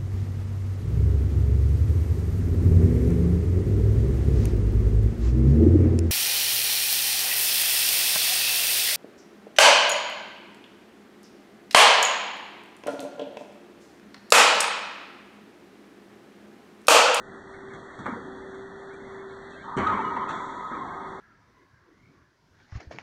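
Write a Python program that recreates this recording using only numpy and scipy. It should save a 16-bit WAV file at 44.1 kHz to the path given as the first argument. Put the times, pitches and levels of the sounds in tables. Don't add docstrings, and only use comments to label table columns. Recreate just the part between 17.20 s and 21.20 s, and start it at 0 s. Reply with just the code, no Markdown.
import sys
import numpy as np
from scipy import signal
from scipy.io import wavfile
from scipy.ndimage import uniform_filter1d

SR = 44100
rng = np.random.default_rng(int(sys.argv[2]) if len(sys.argv) > 2 else 0)


def decibels_to_gain(level_db):
    exponent = np.asarray(level_db, float) / 20
    return 10 ** exponent


def generate_wav(signal):
    frames = np.transpose(np.atleast_2d(signal))
    scaled = np.clip(frames, -1, 1) * 32767
    pcm = np.round(scaled).astype(np.int16)
    wavfile.write(sys.argv[1], SR, pcm)


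N = 176400

# f/Hz, density/dB
AIR_SPECTRUM = [(25, -5.5), (70, -5.5), (230, 0.5), (600, -5.5), (1600, -6.5), (2400, -9.5), (3500, -22),
                (9000, -38)]
AIR_DB, SWELL_DB, PATCH_DB = -45, 0.6, 1.58

# t/s, f/Hz, level/dB
HUM_COURSE = [(0, 387.8, -51), (.45, 389.2, -46), (.8, 389.6, -53.5), (1.05, 381.6, -45),
              (1.377, 386.6, -42.5), (1.538, 392.1, -46.5), (2.05, 388, -41.5), (2.28, 391.6, -46),
              (2.4, 394.2, -52.5), (2.998, 388.3, -51), (3.2, 387.5, -46.5), (3.461, 390, -56.5),
              (4, 385, -44.5)]
HUM_FUZZ_DB, HUM_FUZZ_HZ, NINTH_DB = -17, 12, -24
# f/Hz, level/dB
FAN_TONES = [(216, -63), (254, -62), (1775, -62.5), (1890, -63.5)]

# f/Hz, t60/s
EARLY_DECAY = [(80, 0.14), (300, 0.11), (1000, 0.65), (3000, 0.52), (8000, 0.1)]
# f/Hz, t60/s
LATE_DECAY = [(80, 0.47), (300, 2.75), (1000, 5.85), (2000, 2.5), (4000, 4), (8000, 1.6)]
# f/Hz, level/dB
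LATE_START = [(80, -22), (300, -1), (1000, -19), (3000, -8.5), (8000, -10.5)]

# start t/s, length/s, level/dB, first f/Hz, last f/Hz
SQUEALS = [
    (2.693, .13, -29, 1230, 896),
    (2.96, 0.085, -28.5, 1039, 957.8),
    (3.219, 0.074, -38.5, 1270, 1242),
    (3.495, 0.092, -35.5, 1264, 1026),
]
# start t/s, length/s, level/dB, first f/Hz,
# last f/Hz
CHIRPS = [(2.335, .12, -47, 1590, 1578), (2.32, .04, -52, 2620, 2610), (2.42, .07, -55, 3120, 3110),
          (2.42, .09, -63, 3620, 3620), (2.615, .035, -46, 2650, 2640), (3.08, .045, -50, 2700, 2690),
          (2.95, .03, -52, 2690, 2690), (.86, .025, -60, 2880, 2880), (1.72, .04, -52, 2330, 2330),
          (3.53, .04, -52, 2360, 2350), (2.67, .006, -43, 3750, 3700), (2.7, .24, -47, 2290, 2260),
          (2.84, .07, -50, 2930, 2920)]
# start t/s, length/s, level/dB, first f/Hz, last f/Hz
SLIPS = [(2.633, 0.014, -18, 1112, 1160), (2.666, .014, -18, 1248, 1296), (2.694, 0.026, -26.5, 948, 932),
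         (2.716, .03, -22, 1064, 1035), (2.768, .05, -26, 914.4, 885), (2.84, .03, -26, 971, 1000),
         (2.903, 0.029, -27, 920, 948), (2.963, 0.017, -28.5, 947, 965), (3.003, 0.024, -29.5, 954.5, 1020),
         (3.031, 0.012, -21.5, 1058, 1026), (3.197, 0.034, -30, 984, 979), (3.268, .05, -41, 1282, 1255),
         (3.391, 0.025, -29.5, 990, 979), (3.44, 0.031, -37.5, 1274, 1262),
         (3.52, 0.048, -38.5, 1270, 1280), (3.608, 0.024, -29.5, 1052, 1073),
         (3.698, 0.045, -40, 1530, 1594)]
# start t/s, length/s, level/dB, first f/Hz, last f/Hz
SLIDE_START = (2.655, .06, -22, 1270, 1255)
# start t/s, length/s, level/dB, low f/Hz, high f/Hz
SCUFFS = [
    (1.851, 0.5, -55.5, 835, 1610),
    (2.07, 0.055, -62.5, 2850, 4160),
    (2.208, 0.16, -59.5, 1970, 4100),
    (2.455, 0.12, -36.5, 812, 1297),
    (2.613, 0.16, -31, 868, 1390),
    (2.971, 0.09, -54, 853, 1310),
    (3.578, 0.26, -41, 700, 1276),
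]
OVERTONES_DB = [-3, -20, -31]
SQUEAL_WOBBLE, CHIRP_WOBBLE, SLIP_WOBBLE = 0.0507, 0.003, 0.008
SQUEAL_GRIP_DB, SLIP_GRIP_DB = 4, 1.5
CHIRP_ECHO_DB, SLIP_ECHO_DB = -8, -3
SQUEAK_WET_DB, SQUEAK_LATE_DB = 2, 25

# t/s, f/Hz, level/dB, t60/s
CAVITY_NOTES = [(0.89, 280, -29, 0.075), (.882, 260, -28.5, 0.046), (.878, 500, -27, 0.034),
                (.935, 950, -33.5, 0.061), (.97, 484, -33, 0.083), (.864, 1330, -27.5, 0.015),
                (.924, 220, -25.5, 0.042), (0.959, 236, -37, .05), (2.567, 240, -17.5, 0.016),
                (2.576, 397, -18.5, .06), (2.588, 200, -21.5, 0.049), (2.607, 190, -27, 0.035),
                (2.623, 235, -25.5, 0.072), (2.569, 112, -29.5, 0.11), (2.6, 85, -34.5, .3),
                (2.68, 100, -32.5, 0.21), (2.74, 205, -27.5, 0.12), (0.83, 100, -43.5, .3)]
CAVITY_ECHO_DB = -6.5

# t/s, thud level/dB, pop level/dB, tick level/dB, echo level/dB
HITS = [(.531, -44.5, -47.5, -54.5, 10), (.784, -38.5, -46, -55.5, 13.5), (.8585, -29.5, -20.5, -45.5, -1),
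        (1.345, -51, -56, -51, 3.5), (1.5, -53, -53.5, -67.5, 0.5), (1.734, -66, -54, -52, 0),
        (2.3, -59.5, -53.5, -54.5, 8.5), (2.435, -50.5, -47.5, -69.5, 17.5),
        (2.567, -23.5, -25.5, -38.5, 7), (2.579, -47, -23.5, -42, 10), (2.672, -43.5, -23.5, -50.5, 7),
        (2.717, -31, -29.5, -54.5, 8), (2.965, -59, -24.5, -53, -3.5), (3.085, -47, -36.5, -49, 16.5),
        (3.507, -38, -38.5, -72.5, 14.5)]
# f/Hz, level/dB, t60/s
THUD_MODES = [(65, 0, .06), (110, 2, .045), (165, 2, .035), (240, 1, .03), (340, 0, .022)]
# f/Hz, level/dB, t60/s
POP_MODES = [(620, -3, .008), (950, 1, .007), (1250, 2, .007), (1700, -3, .005), (2200, -5, .006)]
# f/Hz, level/dB, t60/s
TICK_MODES = [(3313, -12, 0.015), (4050, -7.5, 0.0033), (5800, 2, 0.00061), (7540, -2, 0.0012)]
# f/Hz, level/dB, t60/s
GLASS_MODES = [(5850, -3, .15), (6750, -2, .4), (7020, 0, .3), (7610, -2, .3), (7800, -1, .3)]
GLASS_S = [3.086, 3.175, 3.243]
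GLASS_DB = [-52, -55, -53]
# delay t/s, level/dB
ARRIVALS = [
    (0, -1),
    (.0042, 1),
    (.0078, 1),
    (.0109, -6),
    (.022, -5),
    (.03, -9),
]
DETUNE = 0.04

# f/Hz, level/dB
MIC_RESPONSE = [(25, -4), (60, -2), (1950, 0.5), (2200, -2.5), (2400, -8.5), (2800, -5.5), (3250, -3),
                (8900, 1), (9900, -18)]
# low f/Hz, high f/Hz
LOST_BAND = (4610, 5480)
# low f/Hz, high f/Hz,
# level/dB
GATES = [(2024, 3200, -69.5), (8800, 7700, -104)]
CEILING = 0.18


def evened(x):
    return x / np.sqrt(np.mean(x ** 2) + 1e-20)


def read(points, hz):
    f, value = np.transpose(points)
    return np.interp(np.log(hz + 1), np.log(f + 1), value)


def add(mix, s, sound):
    part = mix[round(s * SR):][:len(sound)]
    part += sound[:len(part)]


def drift(count, span):
    smooth = uniform_filter1d(rng.standard_normal(count), int(span))
    return evened(uniform_filter1d(smooth, int(span)))


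def ring(modes, detune, seconds=0.17):
    t = np.arange(0, seconds, 1 / SR)
    x = np.zeros(len(t))
    for k, ((hz, db, t60), shift) in enumerate(zip(modes, detune)):
        onset = np.minimum(t * hz / 0.9, 1)
        x += (-1) ** k * decibels_to_gain(db - 60 * t / t60) * np.sin(2 * np.pi * hz * (1 + shift) * t) * onset
    return x / abs(x).max()


def court(x, extra_db):
    taps = np.zeros(2 * SR)
    at = np.arange(200, 2 * SR - 20, 20)
    taps[at + rng.integers(0, 20, len(at))] = rng.choice([-1., 1.], len(at))
    hz, t, z = signal.stft(taps, SR, nperseg=256)
    early = decibels_to_gain(-60 * t / read(EARLY_DECAY, hz)[:, None])
    late_start_db = read(LATE_START, hz) + extra_db
    late = decibels_to_gain(late_start_db[:, None] - 60 * t / read(LATE_DECAY, hz)[:, None])
    tail = signal.istft(z * np.hypot(early, late), SR, nperseg=256)[1]
    return signal.fftconvolve(x, tail / np.linalg.norm(tail))[:N]


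def air():
    frames, hz = N // 256 + 5, np.fft.rfftfreq(1024, 1 / SR)
    real, imag, patches = rng.standard_normal((frames, 513, 3)).T
    patches = uniform_filter1d(patches, 10, 0)
    patches = evened(uniform_filter1d(patches, 12, 1))
    swell_db = SWELL_DB * drift(frames, 17)
    z = (real + 1j * imag) * decibels_to_gain(read(AIR_SPECTRUM, hz)[:, None] + PATCH_DB * patches + swell_db)
    noise = signal.istft(z, nperseg=1024, noverlap=768)[1][:N]
    return decibels_to_gain(AIR_DB) * evened(noise)


def hum():
    t = np.arange(N) / SR
    s, hz, db = np.transpose(HUM_COURSE)
    span = SR / HUM_FUZZ_HZ / 2
    fuzz = decibels_to_gain(HUM_FUZZ_DB) * (drift(N, span) + 1j * drift(N, span))
    turn = np.exp(2j * np.pi * np.cumsum(np.interp(t, s, hz)) / SR)
    ninth = decibels_to_gain(NINTH_DB) * (turn ** 9).real
    total = decibels_to_gain(np.interp(t, s, db)) * (((1 + fuzz) * turn).real + ninth)
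    for f, level_db in FAN_TONES:
        level = decibels_to_gain(level_db + 1.3 * drift(N, 3800))
        total += level * np.sin(2 * np.pi * f * t + 1.2 * drift(N, 7100))
    return np.sqrt(2) * total


def squeak(s, length, db, first_hz, last_hz, shake, overtones_db, grip_db):
    u = np.arange(0, 1, 1 / (length * SR))
    wobble = drift(SR, 65.5)[:len(u)]
    grip = drift(SR, 166)[:len(u)]
    hz = (first_hz + (last_hz - first_hz) * u) * (1 + shake * wobble)
    turn = 2 * np.pi * np.cumsum(hz) / SR
    tone = sum(decibels_to_gain(g) * np.sin((k + 1) * turn) for k, g in enumerate(overtones_db))
    envelope = np.clip(np.minimum(u / 0.25, (1 - u) / 0.09), 0, 1)
    return s, decibels_to_gain(db + grip_db * grip) * envelope * tone


def scuff(s, length, db, lo_hz, hi_hz):
    u = np.arange(0, 1, 1 / (length * SR))
    grit = rng.standard_normal(SR) * decibels_to_gain(3.1 * drift(SR, 36))
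    sos = signal.butter(4, [lo_hz, hi_hz], "band", fs=SR, output="sos")
    band = evened(signal.sosfilt(sos, grit))[:len(u)]
    envelope = np.clip(np.minimum(u / 0.2, (1 - u) / 0.13), 0, 1)
    return s, decibels_to_gain(db) * band * envelope


def squeaks():
    far, near, slips = np.zeros((3, N))
    for row in SLIPS:
        add(slips, *squeak(*row, SLIP_WOBBLE, OVERTONES_DB, SLIP_GRIP_DB))
    for row in SQUEALS:
        add(far, *squeak(*row, SQUEAL_WOBBLE, OVERTONES_DB, SQUEAL_GRIP_DB))
    for row in CHIRPS:
        add(near, *squeak(*row, CHIRP_WOBBLE, [0], SLIP_GRIP_DB))
    add(slips, *squeak(*SLIDE_START, CHIRP_WOBBLE, [0], SLIP_GRIP_DB))
    for row in SCUFFS:
        add(far, *scuff(*row))
    into_room = far + decibels_to_gain(CHIRP_ECHO_DB) * near + decibels_to_gain(SLIP_ECHO_DB) * slips
    return far + near + slips + decibels_to_gain(SQUEAK_WET_DB) * court(into_room, SQUEAK_LATE_DB)


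def cavity():
    x = np.zeros(N)
    for s, hz, db, t60 in CAVITY_NOTES:
        add(x, s, decibels_to_gain(db) * ring([(hz, 0, t60)], [0]))
    return x + decibels_to_gain(CAVITY_ECHO_DB) * court(x, 0)


def hits():
    dry, spots = np.zeros(N), np.zeros((3, N))
    chance = rng.uniform(-1.5, 1, (len(HITS), 12))
    for k, (s, thud_db, pop_db, tick_db, echo_db) in enumerate(HITS):
        detune = DETUNE * chance[k]
        pop = decibels_to_gain(pop_db) * ring(POP_MODES, detune)
        sharp = decibels_to_gain(tick_db) * ring(TICK_MODES, detune) - pop
        thud = decibels_to_gain(thud_db) * ring(THUD_MODES, detune)
        add(dry, s, thud)
        for (late_s, db), shift in zip(ARRIVALS, chance[k, 6:]):
            add(dry, s + late_s * (1 + 0.04 * shift), decibels_to_gain(db) * sharp)
        add(spots[k % 3], s, decibels_to_gain(echo_db) * (thud + 2 * sharp))
    for s, db in zip(GLASS_S, GLASS_DB):
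        detune = rng.uniform(-0.005, 0.0024, len(GLASS_MODES))
        add(spots[1], s, decibels_to_gain(db) * ring(GLASS_MODES, detune, 0.5))
    return dry + sum(court(x, 0) for x in spots)


def scene():
    return (hits() + squeaks() + air() + hum() + cavity())[None]


def top_cut(x):
    return signal.sosfilt(signal.butter(12, 9850, fs=SR, output="sos"), x)


def record(dry):
    soft = CEILING * np.tanh(dry[0] / CEILING)
    hz, t, z = signal.stft(soft, SR, nperseg=2048, noverlap=1024)
    passed = (hz < LOST_BAND[0]) | (hz > LOST_BAND[1])
    z = z * (decibels_to_gain(read(MIC_RESPONSE, hz)) * passed)[:, None]
    line_db = 10 * np.log10(uniform_filter1d(abs(z) ** 2, size=3, axis=0) + 1e-14)
    keep = np.ones(z.shape)
    for lo_hz, hi_hz, db in GATES:
        band = (hz >= lo_hz) & (hz < hi_hz)
        keep[band] = np.clip((line_db[band] - db) / 2.0, 0, 1)
    mix = signal.istft(z * keep, SR, nperseg=2048, noverlap=1024)[1][None, :N]
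    return top_cut(mix)


dry = scene()
out = record(dry)
generate_wav(out)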